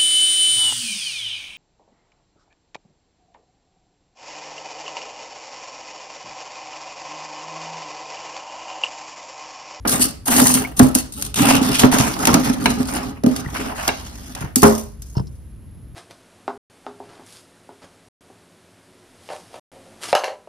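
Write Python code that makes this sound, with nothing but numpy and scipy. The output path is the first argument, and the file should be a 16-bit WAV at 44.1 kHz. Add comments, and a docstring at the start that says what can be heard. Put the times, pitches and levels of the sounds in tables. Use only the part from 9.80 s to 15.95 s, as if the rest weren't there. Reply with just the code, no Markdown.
"""In a kitchen freezer, a metal spoon scrapes and digs packed frost, heard close up in stereo.
Showers of random clicks make the crackling crystals and crusts; blows and drag make the plastic liner boom.
Decaying modes ring the spoon, the ice bed and the tray where a clump lands; the handle ticks near the end.
Coloured noise lays a low machine rumble and a thin electric whine underneath."""
import sys
import numpy as np
from scipy import signal
from scipy.fft import rfft, irfft, next_fast_len
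from scipy.io import wavfile
from scipy.ndimage import uniform_filter1d, map_coordinates

SR = 44100
rng = np.random.default_rng(int(sys.argv[2]) if len(sys.argv) > 2 else 0)


def transcribe(u):
    """Save the signal u as a 16-bit wav file named by the first command-line argument.

    u: samples, shape (n,) or (channels, n), limited to [-1, 1]; the rate is SR.
    q: integer samples, one column per channel.
    """
    v = np.clip(np.atleast_2d(u).T, -1, 1)
    q = np.round(v * 32767).astype(np.int16)
    wavfile.write(sys.argv[1], SR, q)


N = 271213
TIME = np.arange(N) / SR
FFT_SIZE = next_fast_len(N + SR, real=True)
FREQS = np.maximum(np.arange(FFT_SIZE // 2 + 1) * SR / FFT_SIZE, 1)


def from_db(db):
    """Decibels to an amplitude factor."""
    return 10 ** (np.asarray(db) / 20)


def rms(x):
    """Root mean square, kept just above zero."""
    return np.sqrt(np.mean(x ** 2) + 1e-20)


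def over_hz(points):
    """A table joined by straight lines on a log-frequency axis."""
    hz, value = np.transpose(points)
    return np.interp(np.log(FREQS), np.log(hz), value)


def filtered(x, response):
    """Shape a sound by a frequency response."""
    return irfft(rfft(x, FFT_SIZE) * response, FFT_SIZE)[..., :N]


def colour(x, spectrum):
    """Causal (minimum-phase) filter with the given spectrum."""
    cepstrum = irfft(np.log(from_db(over_hz(spectrum))), FFT_SIZE)
    # folding the cepstrum forward in time gives minimum phase
    cepstrum[1:FFT_SIZE // 2] *= 2
    cepstrum[FFT_SIZE // 2 + 1:] = 0
    return filtered(x, np.exp(rfft(cepstrum)))


def drift(rate):
    """Random wander with rms 1: straight lines between random points, rate of them a second."""
    knots = rng.standard_normal(int(N / SR * rate) + 2)
    slow = np.interp(TIME * rate, np.arange(len(knots)), knots)
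    return slow / rms(slow)


def bursts(rows, rise):
    """Envelope of sudden rises that die away, from rows (time [s], level [dB], decay constant [s])."""
    out, age = np.zeros(N), TIME[:SR // 2]
    for s, db, decay in rows:
        start = int(s * SR)
        burst = from_db(db) * (1 - np.exp(-age / rise)) * np.exp(-age / decay)
        out[start:start + len(age)] += burst[:N - start]
    return out


def blows(rows, contact):
    """Smooth force pulses, area set by level, from rows (time [s], level [dB], ..)."""
    force = np.zeros(N)
    for s, db, *rest in rows:
        force[int(s * SR)] += from_db(db)
    age = TIME[:SR // 20]
    pulse = age * np.exp(-age / contact)
    return signal.fftconvolve(force, pulse / pulse.sum())[:N]


def ring(force, modes, low_hz):
    """A force sets decaying modes ringing; a high-pass at low_hz thins the bottom."""
    age = TIME[:SR]
    response = sum(from_db(db - 60 * age / t60) * np.sin(2 * np.pi * hz * age) for hz, db, t60 in modes)
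    high_pass = signal.butter(2, low_hz, "high", fs=SR, output="sos")
    return signal.sosfilt(high_pass, signal.fftconvolve(force, response)[:N])


def wavering(x, lag_s, per_s):
    """The pitch of a ring wanders as the point of contact moves."""
    return np.interp(TIME + lag_s * drift(per_s), TIME, x)


def fractures(per_s, spread_db, clump_db, clump_rate):
    """Crystals break at random with uneven sizes, clumped by stick and slip; rms 1."""
    sizes = from_db(spread_db * np.minimum(rng.exponential(1, N), 4)) * rng.choice([-1, 1], N)
    breaks = rng.random(N) < per_s / SR
    clicks = sizes * breaks * from_db(clump_db * drift(clump_rate))
    return clicks / rms(clicks)


def crumbling():
    """Frost collapsing under a blow: dense, nearly even fractures."""
    return fractures(per_s=6000, spread_db=2.0, clump_db=1.0, clump_rate=300)


# how far the left capsule leads the right: (frequency [Hz], phase lead [rad])
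PHASE_LEAD = [(290, 0.5), (540, -2), (1900, -1.5), (3000, -5), (5400, -5), (6600, -3), (8200, -3),
              (11000, -0.35), (12300, -5), (14000, 9.5), (15500, 10.5)]


def direct_path():
    """Sound from the freezer reaches the two capsules out of step."""
    return np.array([np.ones(len(FREQS)), np.exp(-1j * over_hz(PHASE_LEAD))])


# how much of the energy arrives unscattered: (frequency [Hz], direct share [0-1])
DIRECT_SHARE = [(250, 0.98), (600, 0.039), (5500, 0.38), (7400, 0.86), (9800, 0.83), (11700, 0.15),
                (13500, 0.6)]
# left capsule against right: (frequency [Hz], level difference [dB])
LEFT_OVER_RIGHT = [(500, -2), (1100, -3), (2000, 2), (5500, -4), (9500, 4), (12000, 1.5), (14000, 2)]


def compartment():
    """Responses at the two capsules: for direct sound, and for sound scattered by the frost and walls."""
    share = np.clip(over_hz(DIRECT_SHARE), 0, 1)
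    balance = from_db(over_hz(LEFT_OVER_RIGHT) * np.array([[.5], [-.5]]))
    return np.sqrt(share) * direct_path() * balance, np.sqrt(1 - share) * balance


def crackle(clicks, envelope, spectrum, paths, scatter_s=0.0025):
    """Each fracture happens at a new spot, so each has its own short scattered tail."""
    direct, scattered = paths
    keep = np.exp(-1 / (scatter_s * SR))
    tail_energy = signal.lfilter([1 - keep], [1, -keep], clicks ** 2 + 1e-18)
    tails = np.sqrt(tail_energy) * rng.standard_normal((2, N))
    shape = from_db(over_hz(spectrum))
    # the response midway between the capsules sets the loudness
    middle = shape * np.sqrt(np.abs(direct.mean(axis=0)) ** 2 + np.mean(scattered ** 2, axis=0) / 2)
    heard = filtered(clicks * envelope, direct) + filtered(tails * envelope, scattered)
    return colour(heard, spectrum) / rms(middle)


# low machine rumble, spectrum: (frequency [Hz], relative level [dB])
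RUMBLE = [(25, -24.5), (55, 3.5), (100, -4), (260, -17.5), (400, -27), (800, -38.5), (1500, -41),
          (14000, -59.5)]
# narrow noise bands of the electric whine: (frequency [Hz], width at half amplitude [Hz], level [dB])
WHINE = [(9600, 150, -70.5), (11060, 400, -62)]


def background():
    """Low machine rumble, mostly common to both sides, and a thin electric whine, from shaped noise."""
    rumble = colour(rng.standard_normal(N) + .45 * rng.standard_normal((2, N)), RUMBLE)
    out = from_db(-37.5) * rumble / rms(rumble)
    for hz, width, db in WHINE:
        band = 1 / (1 + (2 * (FREQS - hz) / width) ** 2)
        whine = filtered(rng.standard_normal((2, N)), band)
        out = out + from_db(db) * whine / rms(whine)
    return out


# spoon jolts: (time [s], relative liner boom level [dB], relative frost crunch level [dB])
JOLTS = [(0.051, -25.5, -10.5), (0.145, -12.5, -14.5), (0.196, -11, -22.5), (0.483, -16, -10.5),
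         (0.62, -4, -21), (0.754, -7, -21.5), (0.996, -15.5, -0.5), (1.002, 8.5, -33),
         (1.156, -10.5, -15.5), (1.815, -5.5, -55.5), (1.893, -8, -40), (2.035, -11, 1),
         (2.039, 2.5, -18.5), (2.124, -14.5, -13.5), (2.141, -5.5, -26), (2.474, -14, -7),
         (2.543, -13.5, -5), (2.557, -14, -26.5), (2.7, -8, -32), (2.812, -14.5, -32.5),
         (2.858, -14.5, -10.5), (3.002, -7, -17.5), (3.443, -2.5, -24.5), (3.468, 1, -30.5),
         (4.079, -55.5, -12), (4.766, -6, -32.5), (4.829, -16, -0.5)]
# coarse crunch of crushed frost, spectrum: (frequency [Hz], relative level [dB])
CRUNCH = [(100, -7), (250, 0.5), (450, -5), (770, 2), (1320, -2), (2200, -7.5), (2900, -12.5), (5000, -37)]
# frost compacting under a blow, spectrum: (frequency [Hz], relative level [dB])
THUD = [(100, -3.5), (250, 9), (550, 3), (1200, -0.5), (2500, -18), (6000, -28.5)]
# plastic liner modes: (frequency [Hz], relative level [dB], 60 dB decay time [s])
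LINER = [(134.7, -15.5, 0.33), (207, -15.5, 0.13), (237, -3.5, 0.075), (254.8, 1, 0.2), (291, -14.5, 0.16),
         (404.6, -12, 0.14), (522, -13, 0.13), (779, -14.5, 0.19), (1207, -6.5, 0.05)]


def jolting(paths):
    """The spoon slips and strikes: a crack and a crunch in the frost, and a boom of the liner."""
    crack = bursts([(s, crunch_db, .004) for s, boom_db, crunch_db in JOLTS], rise=.0003)
    crush = bursts([(s, crunch_db - 5.5, .017) for s, boom_db, crunch_db in JOLTS], rise=0.0044)
    crunch = crackle(crumbling(), from_db(-7.0) * crack, CRUNCH, paths)
    crunch = crunch + crackle(crumbling(), crush, THUD, paths)
    boom = from_db(-2.0) * ring(blows(JOLTS, contact=0.00037), LINER, low_hz=193)
    return crunch + filtered(boom, direct_path())


# strokes of the spoon through the frost, relative levels at mid-stroke: (start [s], length [s],
# crystal hiss [dB], crush [dB], push on the liner [dB], swell from start to end [dB])
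STROKES = [(0.073, 0.082, -24, -16, -22.5, -2.5), (0.192, 0.032, -22, -27.5, -28, 8),
           (0.455, 0.12, -26.5, -17, -25, 8.5), (0.526, 0.23, -25.5, -15, -19.5, -2),
           (0.746, 0.01, -20, -15, -23.5, -1.5), (0.963, 0.078, -35.5, -29.5, -23, 11),
           (1.144, 0.052, -29, -31, -30, -2.5), (1.32, 0.13, -37, -50.5, -37.5, 5),
           (1.555, 0.2, -21, -20, -16, -3), (1.81, 0.24, -29.5, -28, -26.5, -12),
           (1.929, 0.09, -20, -29.5, -23.5, 6), (2.113, 0.12, -26.5, -20.5, -16, -10),
           (2.191, 0.14, -26.5, -21.5, -22, -16), (2.337, 0.099, -34, -28, -25.5, 10),
           (2.463, 0.2, -31, -24, -17.5, -16), (2.639, 0.13, -32, -28, -17.5, -15.5),
           (2.797, 0.031, -36.5, -39.5, -19.5, 3), (2.837, 0.19, -33.5, -37.5, -23, -11),
           (3.05, 0.12, -36, -30.5, -28.5, 7.5), (3.152, 0.14, -40.5, -37, -28.5, 0.5),
           (3.474, 0.13, -38.5, -36.5, -30, 4.5), (3.669, 0.12, -42, -33, -37.5, 10),
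           (3.776, 0.13, -36.5, -27.5, -31.5, -9), (3.946, 0.14, -35, -29.5, -51.5, 5),
           (4.09, 0.36, -45.5, -45.5, -44, -14), (4.25, 0.27, -47, -52, -44, 1.5),
           (4.544, 0.078, -43.5, -35, -44.5, 7)]


def stroking(index, shape):
    """Gain of one layer (0 hiss, 1 crush, 2 push): each stroke bites, holds while it swells or eases, lets go."""
    attack_s, release_db_per_s = shape
    out, age = np.zeros(N), TIME[:SR]
    for start, length, *levels_db, swell_db in STROKES:
        hold_db = levels_db[index] + swell_db * (np.clip(age / length, 0, 1) - .5)
        release_db = release_db_per_s * np.maximum(age - length, 0)
        gain = np.minimum(age / attack_s, 1) * from_db(hold_db - release_db)
        span = slice(int(start * SR), int(start * SR) + SR)
        out[span] = np.maximum(out[span], gain)
    return out


def shifting(x, depth_db, per_s, width_hz):
    """The gap between bowl and frost keeps changing, so peaks and dips wander through the spectrum."""
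    hz, s, frames = signal.stft(x, SR, nperseg=256)
    grid = np.meshgrid(hz / width_hz, s * per_s, indexing="ij")
    field = map_coordinates(rng.standard_normal((128, 512)), grid, order=1, mode="mirror")
    gain = from_db(depth_db * field)
    return signal.istft(frames * gain / rms(gain), SR, nperseg=256)[1][:, :N]


# fine ice crystals, spectrum: (frequency [Hz], relative level [dB])
CRYSTALS = [(500, 4), (1500, 7), (2800, 7.5), (4500, 7), (6500, 5.5), (7300, -3), (7700, 3), (8300, -3),
            (9200, -1), (11000, -6.5), (12000, -6), (14000, -10), (15600, -21)]
# loose crystals spill and sift down: (time [s], relative level [dB], decay constant [s])
SPILLS = [(4.761, -27, 0.09), (4.825, -23, 0.045), (4.978, -32.5, 0.018), (5.221, -53, 0.17)]
# the edge bites the crystals first: (attack [s], release [dB/s])
HISS_SHAPE = (0.0049, 312)
# then it packs the frost: (attack [s], release [dB/s])
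CRUSH_SHAPE = (0.023, 137)


def scraping(paths):
    """The spoon's edge shears fine crystals and crushes the packed layer; spilt crystals hiss the same way."""
    grip = from_db(1.8 * drift(80))   # the edge catches and lets go, swelling both layers together
    crystals = fractures(per_s=2200, spread_db=2.3, clump_db=2.7, clump_rate=230)
    lumps = fractures(per_s=750, spread_db=2.2, clump_db=2.8, clump_rate=150)
    hiss = stroking(index=0, shape=HISS_SHAPE) + bursts(SPILLS, rise=0.0016)
    crush = stroking(index=1, shape=CRUSH_SHAPE)
    fine = crackle(crystals, from_db(0.76) * hiss * grip, CRYSTALS, paths)
    coarse = crackle(lumps, from_db(1.5) * crush * grip, CRUNCH, paths)
    return shifting(fine + coarse, depth_db=3.8, per_s=26, width_hz=318.0)


# last, the edge loads the liner: (attack [s], release [dB/s])
PUSH_SHAPE = (0.054, 160)
JUDDER_PER_S, JUDDER_DB = 45, 2.5   # stick and slip: changes of load per second, rms depth in dB


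def shaking():
    """The juddering drag of the spoon shakes the liner."""
    drag = fractures(per_s=900, spread_db=1.0, clump_db=3.0, clump_rate=34)
    shake = wavering(ring(drag, LINER, low_hz=90.6), lag_s=.0016, per_s=24)
    # level out the ring: the hand sets the strength of the drag
    shake /= np.sqrt(uniform_filter1d(shake ** 2, size=900) + 1e-9)
    judder = from_db(JUDDER_DB * drift(JUDDER_PER_S))
    push = from_db(0.84) * stroking(index=2, shape=PUSH_SHAPE)
    return filtered(push * shake * judder / rms(judder), direct_path())


# crusts snapping: (time [s], relative level [dB])
SNAPS = [(0.083, -20), (0.479, -14), (0.669, -3.5), (0.68, -8.5), (0.74, -9), (0.969, -24.5), (0.993, -6),
         (1.15, -4.5), (1.322, -32), (1.423, -14), (1.463, -21), (1.542, -15), (1.723, -9.5), (1.752, -6.5),
         (2.185, -6), (2.453, -4.5), (2.471, -2), (2.541, -1.5), (2.647, -19), (2.858, -10.5),
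         (3.436, -23.5), (3.462, -18), (3.562, -13), (4.078, -5), (4.55, -20.5), (4.758, -4), (4.82, -12),
         (4.831, -5), (5.22, -29.5)]
SNAP_S = 0.0039   # decay constant of a snap, seconds
CHIPS_PER_S, CHIP_DB, CHIP_S = 20, -11, 0.0025   # chips a second, gain on the hiss envelope, decay constant


def snapping(paths):
    """A crust gives way in a few milliseconds of packed fractures; smaller chips fly at random in the strokes."""
    sudden = bursts([(s, db, SNAP_S) for s, db in SNAPS], rise=.0005)
    breaks = (rng.random(N) < CHIPS_PER_S / SR).astype(float)
    chips = signal.fftconvolve(breaks, np.exp(-TIME[:SR // 20] / CHIP_S))[:N]
    chips *= from_db(CHIP_DB) * stroking(index=0, shape=HISS_SHAPE)
    return crackle(crumbling(), from_db(-3.0) * sudden + chips, CRYSTALS, paths)


# loose dry crystals glitter, packed frost is duller: (time [s], top over the rest [dB])
GLITTER = [(1.3, 32.5), (1.7, 13), (4.65, 10.5), (4.75, 24)]


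def glittering(x, pivot_hz=7000):
    """The balance above and below the pivot tilts with how loose the crystals are."""
    top = filtered(x, 1 / (1 + (pivot_hz / FREQS) ** 6))
    lift = from_db(np.interp(TIME, *np.transpose(GLITTER)) / 2)
    return top * lift + (x - top) / lift


# resonances of the bare bowl, heard in the scrape: (frequency [Hz], gain [dB])
BARE_BOWL = [(2400, 2.5), (2770, 7.5), (3100, 6), (4100, 4.5), (5600, -5.5), (7400, -3.5), (8200, -3),
             (8790, 5), (9050, -4), (9350, 1.5), (10000, -8.5), (10900, 1), (12100, -5.5), (12800, -3.5)]


def bare_bowl(frost, load):
    """The emptier the bowl, the more its resonances colour the scrape; packed frost damps them."""
    return load * frost + (1 - load) * colour(frost, BARE_BOWL)


# steel spoon packed with frost, modes: (frequency [Hz], relative level [dB], 60 dB decay time [s])
SPOON = [(705, -13, .05), (910, -6, .04), (1610, -7, .04), (2130, -7, .03), (2290, -8, .03),
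         (2740, -7, .055), (3850, -6, .045), (7640, -12, .039), (8820, -13, .045), (9400, -2, .022)]
# the edge breaks free and the steel rings: (time [s], relative level [dB])
PRIES = [(2.473, -11.5), (2.544, -14.5), (2.859, -1), (4.079, -42), (4.09, -7)]


def spoon_ringing(frost):
    """Fractures keep the frost-laden steel ringing, and it is struck again as the edge breaks free."""
    pries = filtered(blows(PRIES, contact=0.00004), direct_path())
    force = from_db(-44.0) * frost + pries
    return np.array([wavering(ring(side, SPOON, low_hz=500), lag_s=.0005, per_s=30) for side in force])


# stick and slip lock on to the liner's main mode: (middle [s], half length [s], level [dB])
GROANS = [(0.613, 0.035, -14), (1.678, 0.087, -12.5)]
GROAN_HZ = 259.3   # centre of the wandering pitch


def groaning():
    """Under a firm, even drag the liner is driven steadily at its main mode."""
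    level = sum(from_db(db) * np.exp(-((TIME - s) / half) ** 6) for s, half, db in GROANS)
    return level * np.sin(2 * np.pi * np.cumsum(GROAN_HZ + 13 * drift(70)) / SR)


# the edge knocks on hard ice: (time [s], relative level [dB])
KNOCKS = [(0.608, -11), (0.997, -12), (1.046, -14), (2.033, -8.5), (3.437, -15.5), (3.463, -13)]
# ice bed modes: (frequency [Hz], relative level [dB], 60 dB decay time [s])
ICE = [(388, -10.5, 0.1), (485, -3, 0.13), (601, 1.5, 0.063)]


def knocking():
    """Hollow knocks: short blows of the edge ring the ice bed."""
    return filtered(ring(blows(KNOCKS, contact=0.00008), ICE, low_hz=354), direct_path())


# steel squeaks: (middle [s], centre pitch [Hz], level [dB], half length to 1/e [s])
SQUEAKS = [(0.8505, 2180, -17, 0.002), (0.857, 2250, -23, 0.005), (3.663, 2000, -26, 0.0025)]


def squeaking():
    """Brief chirps of wavering pitch where steel sticks and slips."""
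    waver_hz = 40 * drift(500)
    out = np.zeros(N)
    for s, hz, db, half in SQUEAKS:
        swell = from_db(db) * np.exp(-((TIME - s) / half) ** 2)
        out += swell * np.sin(2 * np.pi * np.cumsum(hz + waver_hz) / SR)
    return out


# soft, low bumps of the hand, tray and freezer: (time [s], relative level [dB])
BUMPS = [(1.025, -2), (2.046, -7), (2.2, -7.5), (3.666, -16.5), (4.613, -18.5), (4.640, -16), (5.370, -6),
         (5.402, -10)]


def bumping():
    """Dull knocks: soft blows set a few low modes ringing briefly."""
    # (frequency [Hz], relative level [dB], 60 dB decay time [s])
    modes = [(109, -5.0, 0.054), (139.6, -1.5, 0.12), (188.0, -4.5, 0.1), (375, 10.5, 0.0085),
             (658, -20.0, 0.048)]
    return filtered(ring(blows(BUMPS, contact=0.00084), modes, low_hz=93), direct_path())


# hard grains chink against the bowl: (time [s], relative level [dB])
CHINKS = [(3.072, -32), (3.099, -37), (3.114, -35), (3.137, -29), (3.159, -29.5), (3.477, -40)]
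# rim of the bowl, modes: (frequency [Hz], relative level [dB], 60 dB decay time [s])
RIM = [(9540, -1, 0.0044), (10600, -10, 0.0013)]


def chinking():
    """Tiny bright contacts ring the rim as the loaded bowl is eased forward."""
    contacts = bursts([(s, db, SNAP_S) for s, db in CHINKS], rise=.0005) * crumbling()
    return ring(contacts, RIM, low_hz=4000)


# a clump lands on the tray and bursts: (time [s], relative level [dB])
CLUMP = [(4.831, 0), (4.858, -17), (4.913, -25)]
# tray modes: (frequency [Hz], relative level [dB], 60 dB decay time [s])
TRAY = [(84.7, -3, .35), (158, 0, .18), (221, 1, .38), (275, -6, .26), (409, 1.5, .35), (428, -3, .2),
        (530, 1, .23), (610, -1, .23), (684, -5, .2), (975, -2, .15), (1066, -3, .16), (1384, -5, .13)]


def falling_clump(paths):
    """A lump of frost thuds on the tray and crumbles; the pieces rattle on while the tray rings out."""
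    crush = bursts([(s, db - 5, .025) for s, db in CLUMP], rise=0.00043)
    rattle = from_db(-40.5) * bursts([(s, db, .07) for s, db in CLUMP], rise=0.01)
    thud = from_db(-7.0) * ring(blows(CLUMP, contact=0.000098), TRAY, low_hz=79.2)
    return crackle(crumbling(), crush + rattle, THUD, paths) + filtered(thud, direct_path())


# the handle ticks as the spoon is turned: (time [s], relative dull body level [dB], bright ping level [dB])
TICKS = [(5.352, -49, -57), (5.367, -51, -44), (5.379, -46, -51), (5.395, -50, -54), (5.469, -68, -53)]
# dull modes of the handle: (frequency [Hz], relative level [dB], 60 dB decay time [s])
HANDLE_BODY = [(680, -1, .012), (920, 0, .013), (2750, -14, .009)]
# bright modes of the handle: (frequency [Hz], relative level [dB], 60 dB decay time [s])
HANDLE_PING = [(4650, -6, .009), (5220, 0, .017)]


def ticking():
    """Small, gritty contacts set the handle's dull and bright modes ringing."""
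    body = bursts([(s, body_db, .011) for s, body_db, ping_db in TICKS], rise=.0005) * crumbling()
    ping = bursts([(s, ping_db, .007) for s, body_db, ping_db in TICKS], rise=.0005) * crumbling()
    return filtered(ring(body, HANDLE_BODY, low_hz=503), direct_path()) + ring(ping, HANDLE_PING, low_hz=4250)


def reflections(t60):
    """Frequency response of dense dying echoes, different at each side; unit energy."""
    tail = rng.standard_normal((2, SR)) * from_db(-60 * TIME[:SR] / t60)
    return rfft(tail / np.sqrt(np.sum(tail ** 2, axis=1, keepdims=True)), FFT_SIZE)


def kitchen(x, t60, wet_db):
    """A short room tail of dense echoes, its highest treble dulled by the walls."""
    # (frequency [Hz], gain [dB])
    walls = [(250, 1), (550, 6), (1500, 2.0), (5000, 4), (14000, -26)]
    return from_db(wet_db) * filtered(colour(x, walls), reflections(t60))


# how far the bowl is packed with frost: (time [s], share [0-1])
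LOAD = [(1.45, 0.06), (2.3, 1)]


def scene():
    """Mix the digging with its room tail, then add the squeaks, handle ticks and background."""
    paths = compartment()
    load = np.clip(np.interp(TIME, *np.transpose(LOAD)), 0, 1)
    frost = glittering(scraping(paths) + snapping(paths))
    spoon = bare_bowl(frost, load) + spoon_ringing(load * frost) + chinking()
    liner = shaking() + groaning() + jolting(paths)
    dry = spoon + liner + knocking() + falling_clump(paths) + bumping()
    return dry + kitchen(dry, t60=0.37, wet_db=-10.5) + squeaking() + ticking() + background()


CUTOFF_HZ = 15650


def record(dry):
    """Peaks beyond full scale overload the input and clip; the treble is cut steeply."""
    return filtered(np.clip(dry, -1, 1), 1 / (1 + (FREQS / CUTOFF_HZ) ** 160))


dry = scene()
out = record(dry)
transcribe(out)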